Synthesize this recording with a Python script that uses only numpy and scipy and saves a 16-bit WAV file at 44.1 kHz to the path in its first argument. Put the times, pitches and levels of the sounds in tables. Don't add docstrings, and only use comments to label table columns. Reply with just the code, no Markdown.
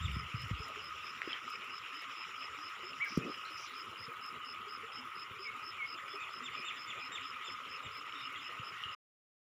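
import sys
import numpy as np
from scipy import signal
from scipy.fft import rfft, irfft
from scipy.io import wavfile
from scipy.ndimage import uniform_filter1d

SR = 44100
rng = np.random.default_rng(int(sys.argv[2]) if len(sys.argv) > 2 else 0)


def output_pcm(signal):
    pcm = np.clip(np.atleast_2d(signal).T, -1, 1) * 32767
    wavfile.write(sys.argv[1], SR, np.round(pcm).astype(np.int16))


N = 422458
TIME = np.arange(N) / SR
STOP_S = 8.948


def stream():
    # freq_hz, gain_db
    rush_shape = [(26, -53), (45, -17.5), (57, -8), (114, 2.5), (188, -5.5), (239, 1), (317, -26.5),
                  (360, 2), (453, -0.5), (727, -6), (950, 2), (1240, -27.5), (2090, -120)]
    splash_shape = [(600, -32), (1000, -12), (1700, -7.5), (1900, -1), (2300, -1), (2900, 2), (3300, -8),
                    (3700, -12), (4400, -21), (5500, -23), (6300, -27.5), (7100, -18), (8200, -38)]
    fizz_shape = [(4000, -5), (8200, 0), (10000, 8), (11500, 3.5), (13600, -11.5), (15000, 10),
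                  (16000, -3.5)]
    # time_s, level_db
    splash_curve = [(0, -49), (3.1, -49.7), (3.9, -52), (5.6, -52), (6.7, -49.5), (8.94, -50)]
    fizz_curve = [(0, -73), (1.3, -77.5), (3, -77.5), (3.6, -72.5), (4.6, -75.5), (5.6, -75.5), (7, -78.5),
                  (8.94, -77.5)]
    rush = patchy(colour(rng.standard_normal(N), rush_shape), depth_db=4)
    rush *= amp(-64 + 1.8 * drift(rate_hz=25))
    spray = amp(3.5) * rng.standard_normal(N) + clicks(per_s=1500, spread_db=2.5)
    splash = patchy(colour(spray, splash_shape), depth_db=3)
    splash *= level(splash_curve) * amp(-.58 + .78 * drift(rate_hz=30))
    mist = rng.standard_normal(N) + amp(-3) * clicks(per_s=470, spread_db=5)
    fizz = patchy(colour(mist, fizz_shape), depth_db=4.5)
    fizz *= level(fizz_curve) * amp(.83 * drift(rate_hz=25))
    return rush + splash + fizz


def patchy(x, depth_db):
    spectrum = signal.stft(x, nperseg=512)[2]
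    patches = uniform_filter1d(rng.standard_normal(spectrum.shape), size=5, axis=0)
    patches = unit(uniform_filter1d(patches, size=7, axis=1))
    return unit(signal.istft(spectrum * amp(depth_db * patches), nperseg=512)[1][:N])


def gurgles():
    # start_s, pitch_hz, level_db
    glugs = [(.601, 425, -51), (.762, 411, -50), (2.83, 356.4, -50), (4.082, 456, -50.5),
             (4.665, 401, -50.5), (4.83, 442, -49.5), (4.981, 243, -53), (5.391, 377, -50),
             (6.134, 392.6, -47), (6.409, 245, -53.5)]
    burble = amp(-67.5) * bubbles(low_hz=245.8, high_hz=561.4, cycles=12, spread_db=8.5, count=520)
    for start_s, pitch_hz, level_db in glugs:
        add(burble, start_s, amp(level_db) * bubble(pitch_hz, cycles=13.3, rise=.047))
    tinkle = amp(-59.5) * bubbles(low_hz=1860, high_hz=3245, cycles=16, spread_db=7.5, count=1300)
    return burble + tinkle


def bubbles(low_hz, high_hz, cycles, spread_db, count):
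    out = np.zeros(N)
    for when, smallness, strength in rng.random((count, 3)):
        pitch_hz = low_hz * (high_hz / low_hz) ** smallness
        add(out, when * TIME[-1], amp(spread_db * strength ** 3) * bubble(pitch_hz, cycles, rise=.054))
    return unit(out)


def bubble(pitch_hz, cycles, rise):
    age = np.arange(int(3 * cycles / pitch_hz * SR)) * pitch_hz / cycles / SR
    envelope = 3 * age * np.exp(1 - 3 * age)
    return envelope * np.sin(2 * np.pi * cycles * (age + rise * age ** 2 / 2))


def frogs(pulse_hz=34, throb_db=2.3, uneven_db=2.5, wash_db=-1, count=7):
    # freq_hz, gain_db
    sac_shape = [(650, -39), (870, -37.5), (1050, -8.5), (1190, -4.5), (1250, 4), (1320, -2.5), (1480, -10),
                 (1700, -23.5), (2200, -48.5)]
    pulses = np.zeros(N)
    for pace in np.geomspace(.6, 1.6, count):
        turns = np.cumsum(pulse_hz * pace * np.exp(.12 * drift(rate_hz=8))) / SR + rng.random()
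        onsets = np.flatnonzero(np.diff(np.floor(turns)))
        throb = np.sin(2 * np.pi * (5 * pace * onsets / SR + rng.random()))
        polarity = rng.choice([-1, 1], N)[onsets]
        uneven = np.clip(rng.standard_normal(N)[onsets], -2, 2)
        pulses[onsets] += polarity * amp(throb_db * throb + uneven_db * uneven)
    voices = unit(pulses) + amp(wash_db) * rng.standard_normal(N)
    return amp(-49 + .5 * drift(rate_hz=12)) * colour(voices, sac_shape)


def cricket(stroke_s=.0126, pitch_hz=5150, sag_hz=330, duty=.9, lead_db=-10, wander_hz=20):
    # start_s, chirp_count, period_s, strokes_per_chirp, relative_db
    runs = [(.146, 16, .2248, 7, -48.8), (3.756, 10, .2358, 7, -46.8), (6.095, 9, .2297, 7, -48.3),
            (8.218, 3, .214, 6, -49.7), (8.929, 1, .23, 3, -48.5)]
    out = np.zeros(N)
    progress = np.arange(0, 1, 1 / (duty * stroke_s * SR))
    envelope = np.sin(np.pi * progress) ** .83
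    chirps = [(start_s + n * period_s, strokes, db)
              for start_s, count, period_s, strokes, db in runs for n in range(count)]
    for (chirp_s, strokes, db), (effort, tuning) in zip(chirps, rng.standard_normal((len(chirps), 2))):
        for k, (late, loud, sharp) in enumerate(rng.standard_normal((10, 3))[:strokes]):
            slack = np.exp(-.71 * k)
            hz = pitch_hz + wander_hz * tuning + 22 * sharp - 120 * slack - sag_hz * (progress - .5)
            onset_s = chirp_s + (k - 1 - duty / 2) * stroke_s + .00057 * late
            gain = amp(db + .6 * effort + lead_db * slack + 1.3 * loud)
            add(out, onset_s, gain * envelope * np.sin(phase(hz)))
    return amp(1.5) * out


def bird_chips(plunge_s=.038, fall_hz=2050, arch_hz=380, echo_s=.078, echo_db=-14):
    # plunge_start_s, hold_s, top_hz, level_db
    calls = [(.053, .035, 3695, -39.5), (5.981, 0.022, 3570, -48.5), (6.233, 0.038, 3650, -46),
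             (6.459, 0.027, 3660, -38), (6.682, .038, 3655, -37.5), (6.901, 0.032, 3580, -39.5),
             (7.154, .04, 3706, -36.5), (7.475, .036, 3614, -40.5), (7.863, 0.036, 3710, -45.5),
             (8.393, .015, 3640, -46.5)]
    out = np.zeros(N)
    for plunge_start_s, hold_s, top_hz, level_db in calls:
        t = np.arange(-hold_s, plunge_s, 1 / SR)
        plunge = np.maximum(t / plunge_s, 0)
        arch = (np.minimum(t / hold_s, 0) + .344) ** 2
        angle = phase(top_hz - arch_hz * arch - fall_hz * plunge ** 1.4)
        effort = amp(np.interp(t / plunge_s, [-.16, .13, .44, .76], [-13, 0, -11, -2]))
        voice = effort * np.sin(angle) + amp(-17 - 28 * plunge) * np.sin(2 * angle)
        add(out, plunge_start_s - hold_s, amp(level_db) * voice * signal.windows.tukey(len(t), .25))
    echo = np.roll(outdoors(out, t60_s=.104, wet_db=1.5), round(echo_s * SR))
    return out + amp(echo_db) * echo


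def bird_whistles(flutter_hz=235, flutter_depth=.16):
    # start_s, length_s, first_hz, middle_hz, last_hz, level_db
    notes = [(1.288, .024, 3180, 3404, 3400, -49), (2.998, .06, 1715, 2312, 1730, -30.5),
             (3.052, 0.0287, 1726, 1620, 1640, -42), (5.44, 0.076, 2510, 2210, 2243, -41),
             (5.776, 0.094, 2470, 2182, 2280, -37.5), (6.093, 0.064, 3280, 3443, 3330, -51.5),
             (8.046, 0.18, 5140, 5360, 5600, -62)]
    out = np.zeros(N)
    for start_s, length_s, *pitches_hz, level_db in notes:
        t = np.arange(0, length_s, 1 / SR)
        hz = np.polyval(np.polyfit([0, .5, 1], pitches_hz, 2), t / length_s)
        flutter = 1 + flutter_depth * np.sin(2 * np.pi * flutter_hz * t)
        add(out, start_s, amp(level_db) * np.sin(np.pi * t / length_s) * flutter * np.sin(phase(hz)))
    return out


def bird_rasps(length_s=.13, width_ratio=.08):
    # start_s, centre_hz, level_db
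    calls = [(6.16, 2500, -48), (6.53, 2420, -48.5), (6.95, 2450, -49.5), (7.32, 2440, -53),
             (8.13, 3660, -54.5), (8.8, 2860, -48.5)]
    return scrapes([(start_s, length_s, hz, width_ratio * hz, db) for start_s, hz, db in calls])


def plips():
    # start_s, pitch_hz, t60_s, level_db
    rings = [(1.218, 1970, 0.0037, -10), (1.3305, 3140, .016, -24), (1.478, 1265, 0.032, -29.5),
             (2.24, 2350, .014, -31), (2.932, 2780, 0.021, -33.5), (3.453, 4040, .025, -42.5),
             (5.987, 1440, 0.0071, -25.5), (8.124, 3016, .01, -30), (8.36, 3300, .04, -38.5),
             (8.837, 2920, .016, -25.5)]
    return outdoors(strikes(rings, rise_cycles=1, sag=.046), t60_s=.2, wet_db=-10.5)


def mic_bumps(cutoff_hz=620):
    # start_s, pitch_hz, t60_cycles, level_db
    blows = [(.04, 99, 9, -27), (.165, 130, 4, -21), (0.342, 122, 9.3, -26), (0.436, 109, 13, -36),
             (.511, 121.8, 3.6, -17.5), (.527, 70, 6.6, -26.5), (1.275, 367, 9, -29),
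             (3.1748, 253, 3.9, -9), (3.179, 147, 8.2, -24), (4.079, 146, 8.1, -43.5),
             (5.31, 119, 4.4, -40.5), (7.86, 101, 5.3, -41), (8.595, 129, 6, -35), (8.856, 100, 4.3, -40)]
    rings = [(start_s, hz, cycles / hz, db) for start_s, hz, cycles, db in blows]
    thuds = outdoors(strikes(rings, rise_cycles=.3, sag=.32), t60_s=.24, wet_db=-20.5)
    return signal.sosfiltfilt(signal.butter(4, cutoff_hz, fs=SR, output="sos"), thuds)


def wind(calm_db=-94.5):
    # peak_s, fade_20db_s, level_db
    gusts = [(.02, 0.2, -38), (.2, 0.1, -49), (.41, .08, -49), (.6, 0.01, -39.5), (.86, 0.3, -67)]
    # freq_hz, gain_db
    buffet_shape = [(25, -21), (50, -12), (68, 4.5), (95, -3.5), (135, -3), (200, -17), (320, -39.5),
                    (700, -60.5)]
    puffs = sum(amp(db - 20 * ((TIME - peak_s) / fade_s) ** 2) for peak_s, fade_s, db in gusts)
    return (amp(calm_db) + puffs) * colour(rng.standard_normal(N), buffet_shape)


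def rustles():
    # start_s, length_s, centre_hz, width_hz, level_db
    rubs = [(1.26, 0.15, 2260, 1500, -48), (3.096, .055, 272, 200, -57), (3.065, 0.14, 5320, 1150, -54.5),
            (3.179, .06, 305, 300, -47), (3.228, 0.093, 315, 276, -43.5), (3.45, 0.071, 4200, 600, -61),
            (3.558, 0.13, 5430, 1200, -55), (3.64, 0.13, 3710, 900, -58)]
    return scrapes(rubs)


def crackles(faint_count=16, spread_db=6):
    # start_s, relative_db
    loud = [(.418, -52), (.6823, -53), (1.5015, -52.5), (1.6442, -57), (2.0193, -55), (3.0465, -51),
            (3.1747, -47.5), (4.2617, -56)]
    faint = [(when * STOP_S, -64.5 + spread_db * (2 * size - 1))
             for when, size in rng.random((faint_count, 2))]
    out = np.zeros(N)
    t = np.arange(SR // 20) / SR
    snap, spray = amp(-60 * t / .012), amp(-8.5 - 60 * t / .08)
    for start_s, db in loud + faint:
        add(out, start_s, amp(db) * (snap + spray) * rng.standard_normal(len(t)))
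    return amp(-2) * signal.sosfilt(signal.butter(2, 4000, "high", fs=SR, output="sos"), out)


def insects():
    # time_s, level_db
    buzz_curve = [(0, -67.5), (2.7, -68), (3.6, -66), (4.1, -78.5), (8.94, -75)]
    # freq_hz, gain_db
    buzz_shape = [(4500, -27.5), (5200, 1.5), (5550, -4.5), (5850, -5), (6300, -25), (6900, -12),
                  (7500, -19), (8500, -34.5)]
    return level(buzz_curve) * colour(rng.standard_normal(N), buzz_shape) * amp(3.4 * drift(rate_hz=14))


def strikes(rows, rise_cycles, sag):
    out = np.zeros(N)
    for start_s, pitch_hz, t60_s, level_db in rows:
        t = np.arange(0, 1.5 * t60_s, 1 / SR)
        attack = 1 - np.exp(-t * pitch_hz / rise_cycles)
        decay = amp(-60 * t / t60_s)
        hz = pitch_hz * (1 + sag * (decay - .5))
        add(out, start_s, amp(level_db) * attack * decay * np.sin(phase(hz)))
    return out


def scrapes(rows):
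    out = np.zeros(N)
    slips = clicks(per_s=2500, spread_db=2)
    for start_s, length_s, centre_hz, width_hz, level_db in rows:
        band_hz = [centre_hz - width_hz / 2, centre_hz + width_hz / 2]
        body = signal.butter(3, band_hz, "band", fs=SR, output="sos")
        rub = signal.sosfilt(body, slips[round(start_s * SR):][:round(length_s * SR)])
        add(out, start_s, amp(level_db) * unit(rub) * signal.windows.tukey(len(rub), .5))
    return out


def outdoors(x, t60_s, wet_db):
    t = np.arange(SR // 2) / SR
    tail = rng.standard_normal(len(t)) * amp(-60 * t / t60_s) * (t > .008)
    return x + amp(wet_db) * signal.oaconvolve(x, tail / np.linalg.norm(tail))[:N]


def clicks(per_s, spread_db):
    size = amp(spread_db * np.minimum(rng.exponential(1, N), 5))
    return unit(size * rng.choice([-1, 1], N) * (rng.random(N) < per_s / SR))


def colour(x, shape):
    freq_hz, gain_db = np.transpose(shape)
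    bins_hz = abs(np.fft.fftfreq(8192, 1 / SR))
    log_gain = np.log(amp(np.interp(np.log(bins_hz + 1), np.log(freq_hz + 1), gain_db)))
    ring = np.fft.ifft(np.exp(np.conj(signal.hilbert(log_gain)))).real
    return unit(signal.oaconvolve(x, ring[:len(ring) // 2])[:N])


def drift(rate_hz):
    frames = np.arange(0, N + 64, 64)
    bins_hz = np.fft.rfftfreq(len(frames), frames[1] / SR)
    slow = irfft(rfft(rng.standard_normal(len(frames))) / (1 + (bins_hz / rate_hz) ** 4), len(frames))
    return np.interp(np.arange(N), frames, unit(slow))


def phase(hz):
    return 2 * np.pi * np.cumsum(hz) / SR


def amp(db):
    return 10 ** (np.asarray(db) / 20)


def unit(x):
    return x / np.sqrt(np.mean(x ** 2) + 1e-20)


def level(curve):
    return amp(np.interp(TIME, *np.transpose(curve)))


def add(mix, start_s, sound):
    part = mix[max(round(start_s * SR), 0):][:len(sound)]
    part += sound[:len(part)]


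def scene():
    birds = bird_rasps() + outdoors(bird_chips() + bird_whistles(), t60_s=.29, wet_db=-7)
    near = outdoors(cricket(), t60_s=.15, wet_db=-16.5) + plips() + mic_bumps()
    water = stream() + gurgles() + crackles()
    return (water + frogs() + insects() + birds + near + rustles() + wind())[None]


def record(dry, low_hz=52, high_hz=15600, fade_s=.0056):
    thinned = signal.sosfilt(signal.butter(3, low_hz, "high", fs=SR, output="sos"), dry)
    switch = np.clip((STOP_S - TIME) / fade_s + .5, 0, 1)
    lowpass = signal.firwin(511, high_hz, window=("kaiser", 9), fs=SR)
    return signal.oaconvolve(thinned * switch, lowpass[None], "same")


dry = scene()
out = record(dry)
output_pcm(out)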